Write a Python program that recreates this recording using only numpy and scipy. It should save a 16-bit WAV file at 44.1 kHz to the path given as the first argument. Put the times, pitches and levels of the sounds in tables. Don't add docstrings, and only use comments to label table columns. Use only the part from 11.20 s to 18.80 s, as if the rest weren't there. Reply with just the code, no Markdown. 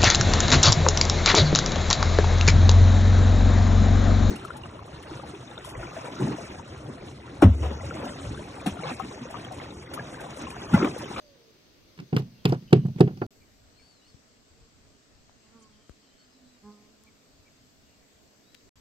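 import sys
import numpy as np
from scipy import signal
from scipy.fft import rfft, irfft, next_fast_len
from scipy.io import wavfile
from scipy.ndimage import uniform_filter1d

SR = 44100
rng = np.random.default_rng(int(sys.argv[2]) if len(sys.argv) > 2 else 0)


def store_wav(level_fs):
    pcm = np.round(np.clip(np.atleast_2d(level_fs), -1, 1) * 32767)
    wavfile.write(sys.argv[1], SR, pcm.T.astype(np.int16))


def volts_from_decibels(level):
    exponent = np.asarray(level, float) / 20
    return 10 ** exponent


N = 335248


def evened(x):
    return x / np.sqrt(np.mean(x ** 2) + 1e-20)


def read(points, hz):
    f, value = np.transpose(points)
    return np.interp(np.log(hz + 1), np.log(f + 1), value)


def add(mix, s, sound):
    part = mix[:, round(s * SR):][:, :sound.shape[1]]
    part += sound[:, :part.shape[1]]


def placed(x, pan_db):
    return x * volts_from_decibels(np.array([pan_db / 2, -pan_db / 2]).reshape(2, -1))


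def band_noise(noise, band_hz, order):
    return signal.sosfilt(signal.butter(order, band_hz, "band", fs=SR, output="sos"), noise)


def high_passed(x, hz):
    return signal.sosfilt(signal.butter(3, hz, "high", fs=SR, output="sos"), x)


# f/Hz, level/dB, t60/s, first swing (1 out, -1 in)
BELLY = [(99.2, -15.8, 0.197, 1), (109.9, -4.4, 0.084, -1), (124.4, -24.0, 0.589, 1),
         (133.6, -6.0, 0.225, -1), (147.9, -22.4, 0.607, -1), (162.5, -4.7, 0.171, -1),
         (166.3, 5.2, 0.053, 1), (186.1, -26.9, 0.597, 1), (193.5, -7.5, 0.103, -1),
         (195.5, -14.6, 0.217, 1), (215.4, -26.5, 0.6, 1), (232.7, -19.1, 0.188, 1),
         (244.6, -32.6, 0.481, -1), (268.3, -33.2, 0.385, -1)]
DECK = [(280.8, -25.1, 0.202, 1.0), (309.6, -18.3, 0.175, -1.0), (338.4, -4.8, 0.063, -1.0),
        (373.5, -5.6, 0.103, 1.0), (414.2, -10.2, 0.143, -1.0), (472.5, -11.5, 0.074, 1.0),
        (527.8, -24.1, 0.125, -1.0), (662.3, -27.1, 0.131, -1.0), (741.0, -14.1, 0.068, -1.0),
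        (782.2, -8.8, 0.018, 1.0), (920.8, -20.6, 0.057, -1.0), (992.1, -26.7, 0.05, -1.0),
        (1267.3, -29.1, 0.061, 1.0), (1427.1, -29.8, 0.06, -1.0)]
# t/s, belly level/dB, deck level/dB, sign (1 rod lands, -1 springs off)
RINGS = [(0.7928, -33.3, -60.0, 1), (0.9253, -15.1, -60.0, 1), (0.9332, -60.0, -24.8, 1),
         (0.9456, -26.9, -29.0, 1), (0.962, -12.6, -19.4, 1), (0.9675, -18.7, -25.2, -1),
         (0.9864, -30.1, -32.0, 1), (1.0481, -34.4, -58.7, 1), (1.2507, -7.5, -11.4, 1),
         (1.2563, -50.1, -22.6, -1), (1.264, -20.3, -55.6, -1), (1.2747, -26.1, -57.1, 1),
         (1.2878, -23.0, -60.0, 1), (1.2952, -12.9, -34.0, 1), (1.3195, -16.4, -21.4, 1),
         (1.3449, -30.2, -36.6, 1), (1.3882, -33.3, -60.0, 1), (1.525, 0.0, 0.1, 1),
         (1.5698, -29.3, -27.1, 1), (1.6351, -19.6, -58.6, 1), (1.6499, -11.5, -44.4, 1),
         (1.661, -23.8, -60.0, 1), (1.689, -27.3, -60.0, 1), (1.7443, -31.7, -51.6, 1),
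         (1.7586, -23.8, -60.0, 1), (1.803, -1.1, -0.1, 1), (1.8152, -18.1, -30.6, 1),
         (1.8465, -25.4, -60.0, 1), (1.8714, -30.4, -30.5, 1), (1.913, -27.8, -60.0, 1),
         (1.9228, -28.9, -44.6, -1), (1.9324, -30.5, -60.0, 1), (1.94, -24.8, -50.3, 1),
         (1.9667, -31.5, -42.7, 1), (1.9816, -30.1, -60.0, 1), (2.0125, -24.8, -29.6, 1),
         (2.0185, -19.4, -53.5, -1), (2.0248, -26.9, -35.8, 1), (2.0328, -34.3, -36.4, 1),
         (2.042, -60.0, -36.1, 1)]


def hull_ring():
    swell_s = 0.0014
    t = np.arange(SR // 2) / SR
    out = np.zeros((1, N))

    def body(modes):
        return sum(sign * volts_from_decibels(db - 60 * t / t60) * np.sin(2 * np.pi * hz * t) for hz, db, t60, sign in modes)

    belly = body(BELLY)
    deck = body(DECK) * (1 - np.exp(-(t / swell_s) ** 4))
    for s, belly_db, deck_db, sign in RINGS:
        add(out, s, sign * (volts_from_decibels(belly_db) * belly + volts_from_decibels(deck_db) * deck)[None])
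    return out


def ring(modes, t, spot):
    hz, db, t60 = np.transpose(modes)[:, :, None]
    weight_db, detune = spot[:, :len(modes), None]
    sign = -(-1.) ** np.arange(len(modes))[:, None]
    db = db + 2.2 * weight_db
    hz = hz * (1 + 0.02 * detune)
    return (sign * volts_from_decibels(db - 60 * t / t60) * np.sin(2 * np.pi * hz * t)).sum(0)


# f/Hz, level/dB, t60/s
SLAP_LOW = [(165, 14, 0.039)]
SLAP_HIGH = [(346, 5.5, 0.03), (494, -3, .04), (734, -12.5, 0.056), (1080, -16, 0.033), (1424, -17.5, 0.1)]
RUMBLE_HZ = [94.1, 300.7]
THUD_HZ = [282.7, 1501]


def thump(t, deck_db, slap_db, edge, near, far):
    rumble_db, rumble_t60_s = -13, 0.12
    thud_db, thud_t60_s = -9.5, 0.09
    grip_s = 0.115
    swell = 1 - np.exp(-t / 0.0021)
    rumble = 4 * band_noise(near[::-1], RUMBLE_HZ, 2)
    belly = 0.14 * volts_from_decibels(slap_db) * ring(SLAP_LOW, t, 0.08 * edge)
    belly = belly + volts_from_decibels(rumble_db - 60 * t / rumble_t60_s) * swell * rumble
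    slap = ring(SLAP_HIGH, t, 0.6 * edge[::-1])
    thud = 4 * band_noise(near + 0.35 * far, THUD_HZ, 1)
    deck = volts_from_decibels(slap_db) * (1 - 0.5 * np.exp(-t / 0.0017)) * slap
    deck = deck + volts_from_decibels(thud_db - 60 * t / thud_t60_s) * swell * thud
    return np.exp(-(t / grip_s) ** 2) * (belly + 0.5 * volts_from_decibels(deck_db) * deck)


def crack_and_fizz(t, near, far):
    crack_t60_s, fizz_t60_s = 0.032, 0.019
    rattle_db, rattle_t60_s = -18, 0.18
    rise = 1 - np.exp(-t / 0.00067)
    grit = near + 0.5 * far
    rattle = volts_from_decibels(rattle_db - 60 * t / rattle_t60_s) * far[::-1]
    crack = 0.7 * rise * (grit * volts_from_decibels(-60 * t / crack_t60_s) + rattle)
    fizz = 0.74 * rise * (grit * volts_from_decibels(-60 * t / fizz_t60_s) + 0.2 * rattle)
    return crack, fizz


# t/s, level/dB, upper modes/dB, crack/dB, fizz/dB
BLOWS = [(0.787, -28.5, -14, -9.5, -28), (0.927, -12, -4, -20.5, -55), (0.963, -9.5, -5, -11, -17.5),
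         (1.252, -16.5, -1.5, 2, -3), (1.321, -10.5, 1, -23, -23), (1.527, -14, 1.5, -0.5, -7.5),
         (1.65, -18, -7.5, -39.5, -46), (1.805, -14.5, -1.5, -5.5, -8.5), (1.874, -14, -7, -24.5, -53.5),
         (1.905, -24.5, -7, -31, -48), (2.015, -16, 5.5, -23.5, -39)]
# t/s, level/dB, upper modes/dB, crack/dB
BOUNCES = [(0.775, -35, -7, -14), (0.799, -25.5, -14, -15), (0.821, -43, -5, -27), (0.946, -13, -28, -31.5),
           (0.98, -32, -8, -4.5), (0.994, -17, -9, -32), (1.019, -20, -21, -29), (1.276, -13.5, -24, -29.5),
           (1.293, -16.5, -2, -20), (1.345, -15, -7.5, -32), (1.422, -28.5, -13.5, -30),
           (1.46, -54, 0, -23), (1.506, -25.5, -21.5, -21), (1.561, -30.5, -10.5, -26),
           (1.597, -35.5, -7.5, -37), (1.683, -13.5, -28, -38.5), (1.759, -20, -24.5, -31),
           (1.784, -20.5, -5.5, -29), (1.84, -32, -7.5, -23), (1.971, -26.5, -7, -23),
           (2.036, -49, 19, -17)]
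# f/Hz, level/dB per Hz
CRACK = [(590, -33.5), (1000, -6), (2100, -12.5), (2750, -9.5), (3800, -17.5), (4960, -14), (6860, -27),
         (8960, -28), (10100, -39.5), (11200, -38), (12300, -35.5), (14900, -45.5), (16000, -46.5)]
# f/Hz, level/dB
LEFT = [(60, -0.5), (110, -1), (200, -1), (380, -3.0), (700, 1), (1290, -6), (2380, 0), (4400, 1),
        (8120, -4.5), (15000, 1)]


def knocks():
    blow_slap_db, bounce_slap_db, bounce_fizz_db = -1.5, -3.5, -4
    delay_s, left_lag_s, contact_s, hull_cut_hz = 0.0013, 0.25e-3, 0.00061, 100
    size = next_fast_len(N)
    t = np.arange(SR // 5) / SR
    hull, low, high = np.zeros((3, 2, size))

    hits = [(*row, blow_slap_db) for row in BLOWS]
    hits += [(*row, row[-1] + bounce_fizz_db, bounce_slap_db) for row in BOUNCES]
    for s, db, deck_db, crack_db, fizz_db, slap_db in sorted(hits):
        edge = rng.standard_normal((2, len(SLAP_HIGH)))
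        noise = rng.standard_normal((3, len(t)))
        near, far = noise[0], noise[1:]
        crack, fizz = crack_and_fizz(t, near, far)
        s += delay_s
        add(hull, s, volts_from_decibels(db) * thump(t, deck_db, slap_db, edge, near, far))
        add(low, s, volts_from_decibels(db + crack_db) * crack)
        add(high, s, volts_from_decibels(db + fizz_db) * fizz)
    add(hull, 0, hull_ring())

    push = np.sin(np.pi * np.minimum(t[:200] / contact_s, 1)) ** 2
    hull = signal.lfilter(push / push.sum(), 1, hull[:, :3 * SR])
    hz = np.fft.rfftfreq(size, 1 / SR)
    colour = volts_from_decibels(read(CRACK, hz))
    upper = 1 / (1 + (4000 / (hz + 1)) ** 6)
    both = rfft(high_passed(hull, hull_cut_hz), size)
    both += rfft(low) * evened(colour * (1 - upper))
    both += rfft(high) * evened(colour * upper)
    both[0] *= volts_from_decibels(read(LEFT, hz)) * np.exp(-2j * np.pi * hz * left_lag_s)
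    return irfft(both, size)[:, :N] * (np.arange(N) < np.mean(CUTS[0]) * SR)


# t/s, length/s, centre
# f/Hz, width/Hz, level/dB
RUSTLES = [(2.013, 0.016, 1250, 800, -37), (0.963, 0.02, 1250, 700, -35), (1.32, 0.018, 700, 350, -31),
           (1.651, 0.026, 1180, 1000, -55), (1.251, .016, 780, 300, -32), (1.526, .014, 1200, 600, -31),
           (1.804, .016, 1300, 600, -35), (.785, .03, 1200, 700, -55), (1.765, .055, 2000, 3000, -53),
           (1.238, .025, 3000, 4500, -55), (1.545, .04, 3500, 4000, -56), (1.285, .02, 6000, 10000, -52),
           (.97, .05, 3500, 3000, -50), (1.66, .016, 6000, 8000, -62), (.963, .01, 12500, 4000, -46),
           (.97, .04, 12500, 4000, -58), (1.25, .01, 12500, 3500, -44), (1.26, .06, 12500, 3500, -58),
           (1.792, .014, 5000, 6000, -54), (4.385, 0.044, 8600, 900, -69), (4.41, 0.041, 6600, 1800, -60),
           (4.43, 0.047, 4600, 900, -67), (5.51, 0.027, 4630, 1200, -64), (7.405, 0.012, 2500, 2500, -65),
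           (.925, .04, 260, 90, -27), (.795, .06, 240, 120, -45), (1.968, .014, 5200, 1500, -59),
           (1.265, .07, 3500, 4500, -53), (1.32, .04, 3000, 4000, -53)]


def rustles():
    out = np.zeros((2, N))
    for s, length, hz, width, db in RUSTLES:
        grit = rng.standard_normal((2, int(length * SR)))
        puff = evened(band_noise(grit, [hz - width / 2, hz + width / 2], 2))
        add(out, s, volts_from_decibels(db) * puff * np.hanning(grit.shape[1]))
    return out


# t/s, peak level/dB, centre f/Hz, width/Hz, left-right/dB
TICKS = [
    (2.944, -42, 119, 80, 18.5),
    (4.095, -45.5, 893, 401, 15.5),
    (4.695, -33, 290, 510, 23),
    (4.695, -42.5, 1200, 500, 9),
    (4.697, -44.5, 5000, 6000, 27),
    (4.698, -40.5, 64, 35, 12),
    (5.837, -37.5, 7900, 5000, 11),
    (7.3463, -31, 3480, 3960, 16),
    (7.3497, -33, 3400, 3950, 26.5),
]


def ticks():
    out = np.zeros((2, N))
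    t = np.arange(6000) / SR
    for s, db, hz, width, pan_db in TICKS:
        swing = volts_from_decibels(db) * np.exp(-np.pi * width * t) * np.sin(2 * np.pi * hz * t)
        add(out, s, placed(high_passed(swing, 0.47 * hz), pan_db))
    return out


def unrolled(rows):
    s, *columns = np.transpose(rows)
    t = np.arange(s[0], s[-1], 1 / SR)
    return s[0], [np.interp(t, s, c) for c in columns], signal.windows.tukey(len(t), 0.2)


def waver(count, seconds):
    width = int(seconds * SR)
    return evened(uniform_filter1d(uniform_filter1d(rng.standard_normal(count), width), width))


# t/s, wing beat f/Hz, level/dB
FLIES = [
    [(4.22, 208.6, -67.5), (4.3, 222.8, -65.5), (4.358, 229, -56), (4.41, 218.8, -62.5),
     (4.52, 214.8, -66.5), (4.64, 209, -64)],
    [(5.41, 198.6, -68), (5.442, 204.9, -49), (5.486, 207.5, -48), (5.57, 208, -57.5), (5.69, 211, -66),
     (5.74, 210, -69.5), (5.8, 213.3, -67.5), (5.93, 218.2, -63)],
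]
FLY_BRIGHT_DB = [-4, -3.5]
FLY_PAN_DB = [-6, -3]
# multiple of beat, level/dB
WING = [(1, -1), (2, -8.5), (3, -29), (4, -12.5), (5, -11), (6, -15), (7, -26), (8, -29), (9, -32),
        (10, -31)]


def flies():
    out = np.zeros((2, N))
    for rows, bright_db, pan_db in zip(FLIES, FLY_BRIGHT_DB, FLY_PAN_DB):
        s, (hz, db), fade = unrolled(rows)
        count = len(hz)
        turns = np.cumsum(hz * (1 + 0.0096 * waver(count, 0.017))) / SR
        wings = np.zeros(count)
        for k, k_db in WING:
            turn_db = (bright_db + 2.4 * waver(count, 0.04)) * (k > 2.5)
            wings += volts_from_decibels(k_db + turn_db) * np.cos(2 * np.pi * round(k) * turns + 0.9 * k)
        level = np.sqrt(2) * volts_from_decibels(db + waver(count, 0.013))
        add(out, s, placed(level * fade * wings, pan_db))
    return out


def whistles(calls, overtone_db, flutter_db, blur=0):
    out = np.zeros((2, N))
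    for rows in calls:
        s, (hz, db, pan_db), fade = unrolled(rows)
        phase = 2 * np.pi * np.cumsum(hz * (1 + blur * waver(len(hz), 0.002))) / SR
        tone = np.sin(phase) + volts_from_decibels(overtone_db) * np.sin(2 * phase)
        level = np.sqrt(2) * volts_from_decibels(db + flutter_db * waver(len(hz), 0.0028))
        add(out, s, placed(level * fade * tone, pan_db))
    return out


def notes(calls, arch=0, pan_db=0):
    edge_db, top_at = -5, 0.4
    u = np.linspace(0, 1, 9)
    swell_db = edge_db * np.interp(u, [0, top_at, 1], [1, 0, 1]) ** 2
    curves = []
    for s, length, first, last, db in calls:
        lift = 1 + arch * 5 * length * np.sin(np.pi * u)
        hz = (first + (last - first) * u) * lift
        curves.append(np.transpose([s + length * u, hz, db + swell_db, pan_db + 0 * u]))
    return curves


# t/s, length/s, first f/Hz, last f/Hz, level/dB
HUMS = [
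    (0.001, 0.18, 618, 525, -61.5),
    (.14, 0.19, 486, 435, -65),
    (3.35, 0.13, 457.5, 457, -67.5),
    (4.385, 0.111, 1136, 1056, -67),
    (5.12, .28, 261.7, 244.4, -63),
]


def hums():
    return whistles(notes(HUMS, 0, -5), -23, 2.0)


# t/s, f/Hz, level/dB
SONG = [
    (2.531, 3710, -75.5),
    (2.578, 4270, -68),
    (2.647, 4490, -67),
    (2.7, 4584, -65),
    (2.822, 3846, -75),
    (2.882, 4500, -67),
    (2.904, 4430, -66.5),
    (2.95, 3950, -77),
]
# t/s, length/s, first f/Hz, last f/Hz, level/dB
TWITTER = [(7.222, .175, 3450, 3740, -72), (7.35, .045, 3930, 3680, -73), (2.02, .045, 4450, 4450, -65),
           (4.865, .07, 3870, 3900, -75), (4.972, .085, 4300, 4180, -68), (5.135, .07, 3950, 3750, -75),
           (5.26, .11, 3850, 3700, -74), (4.91, .06, 4750, 4850, -77), (5.04, .04, 4850, 5050, -73),
           (5.095, .065, 4850, 5150, -73), (2.585, .06, 4950, 5150, -75), (2.86, .055, 5050, 5150, -73)]
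# t/s, f/Hz, level/dB
PEEPS = [
    (2.21, 2373, -69.5),
    (2.585, 2401, -65.5),
    (5.863, 2350, -66),
    (6.255, 2353, -65.5),
]
# t/s, length/s, f/Hz, level/dB
PIPES = [(1.11, .09, 2870, -76), (1.135, .09, 2740, -73), (1.17, .075, 3170, -72), (1.475, .025, 2700, -69),
         (1.56, .12, 3200, -77), (1.474, 0.083, 3020, -62.5), (1.53, 0.16, 2960, -67.5),
         (4.233, 0.048, 2820, -77), (4.38, 0.079, 3130, -76.5), (4.52, .05, 3200, -75.5),
         (4.59, .08, 3150, -74), (4.675, .05, 3180, -75), (4.803, 0.28, 3070, -76.5),
         (6.65, .15, 2840, -77.5), (2.798, 0.082, 2885, -73.5)]


def birds():
    bank_pan_db, peep_s, peep_sag_hz = 7.5, 0.038, 130
    song = [[(*row, bank_pan_db) for row in SONG]]
    peeps = notes([(s, peep_s, hz, hz - peep_sag_hz, db) for s, hz, db in PEEPS])
    pipes = notes([(s, length, hz, hz, db) for s, length, hz, db in PIPES])
    out = whistles(song, -18, 2.2)
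    out += whistles(peeps, -33, 2.8, 0.025)
    out += whistles(pipes, -25, 4.1, 0.023)
    return out + whistles(notes(TWITTER, 0.11, 1.5), -31, 3.5, 0.008)


# f/Hz, level/dB per Hz
AIR_BEFORE = [(18, -39), (30, -14.5), (124, -8.5), (221, -9.5), (319, -6), (426, -11.5), (584, -12),
              (780, -21.5), (1220, -21.5), (1670, -21), (4780, -19.5), (6210, -26), (7870, -35.5),
              (12300, -32.5), (16000, -35)]
AIR_AFTER = [(18, -49), (30, -4.5), (127, -4), (184, -8), (259, -1.5), (355, -12), (449, -5), (499, -13.5),
             (632, -8.5), (844, -18), (1040, -16.5), (7670, -20.5), (9460, -40), (12300, -30), (16000, -39)]
# f/Hz, share
SAME = [(60, 0.4), (240, 0.62), (950, 0.035), (3770, 0.027), (15000, 0.02)]
# f/Hz, level/dB
AIR_LEFT = [(60, 1), (110, -1), (200, -1.5), (380, -2.5), (700, -2.0), (1290, -2.5), (2380, 0.5),
            (4400, 3.5), (8120, 3.5), (15000, 3)]
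# t/s, level/dB
HISS = [(0, 3), (2.06, 9), (2.2, 4.5), (2.6, -2), (4.5, -4), (5.5, 0), (7, 2.5), (7.6, 2.5)]
# middle t/s, half length/s, level/dB
GUSTS = [
    (0.898, 0.46, 8),
    (2.404, 0.2, 11.5),
    (3.4, 0.55, 6.5),
    (7.3, 0.05, 5.5),
    (7.581, .04, 10.5),
    (1.75, .35, 20),
    (6.12, 0.056, 8.5),
]
# f/Hz, width/Hz, level before/dB, level after/dB
RIDGES = [(4730, 720, 1.5, 2.5), (6237, 280, 6, 1), (7783, 364, 2.5, 3.5), (8660, 270, 6, 6),
          (9990, 1100, -10.5, -6.5)]


def air():
    before_rms_db, after_rms_db, calm_db = -61, -62, -1.5
    frames = N // 256 + 5
    hz = np.fft.rfftfreq(1024, 1 / SR)
    t = np.arange(frames) * 256 / SR
    a, b, c, d, patches = rng.standard_normal((5, 513, frames))
    patches = evened(uniform_filter1d(uniform_filter1d(patches, 10, 0), 14, 1))

    before = volts_from_decibels(before_rms_db) * evened(volts_from_decibels(read(AIR_BEFORE, hz)))
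    after = volts_from_decibels(after_rms_db) * evened(volts_from_decibels(read(AIR_AFTER, hz)))
    shape = np.where(t < np.mean(CUTS[0]), before[:, None], after[:, None])

    hiss_db = np.interp(t, *np.transpose(HISS)) - 5 * (t < CUTS[0][0])
    breeze_db = calm_db + sum(db * np.exp(-((t - s) / half) ** 2) for s, half, db in GUSTS)
    drift_db = np.outer(hz > 10000, hiss_db)
    drift_db += np.outer(hz < 110, breeze_db + 2.375 * patches[1])
    for ridge_hz, width, before_db, after_db in RIDGES:
        ridge = np.exp(-((hz - ridge_hz) / width) ** 4)
        drift_db += np.outer(ridge, np.where(t < CUTS[0][1], before_db, after_db))

    same = np.clip(read(SAME, hz), -1, 1)[:, None]
    left = a + 1j * b
    z = np.array([left, same * left + np.sqrt(1 - same ** 2) * (c + 1j * d)])
    z *= placed(np.ones(513), read(AIR_LEFT, hz))[:, :, None]
    z *= shape * volts_from_decibels(drift_db + 1.18 * patches)
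    return signal.istft(z, nperseg=1024, noverlap=768)[1][:, :N] * volts_from_decibels(-24)


def scene():
    return knocks() + rustles() + ticks() + flies() + hums() + birds() + air()


def low_pass(x):
    return signal.sosfilt(signal.butter(12, 16650, fs=SR, output="sos"), x)


# start t/s, end t/s
CUTS = [
    (2.0648, 2.1065),
    (7.4925, 7.5565),
]


def record(dry):
    t = np.arange(N) / SR
    running = np.prod([(t < a) | (t > b) for a, b in CUTS], axis=0)
    edge = signal.firwin(255, 15850, window=("kaiser", 9), fs=SR)
    heard = signal.oaconvolve(np.clip(dry, -1, 1), edge[None], "same")
    return low_pass(heard * running)


dry = scene()
out = record(dry)
store_wav(out)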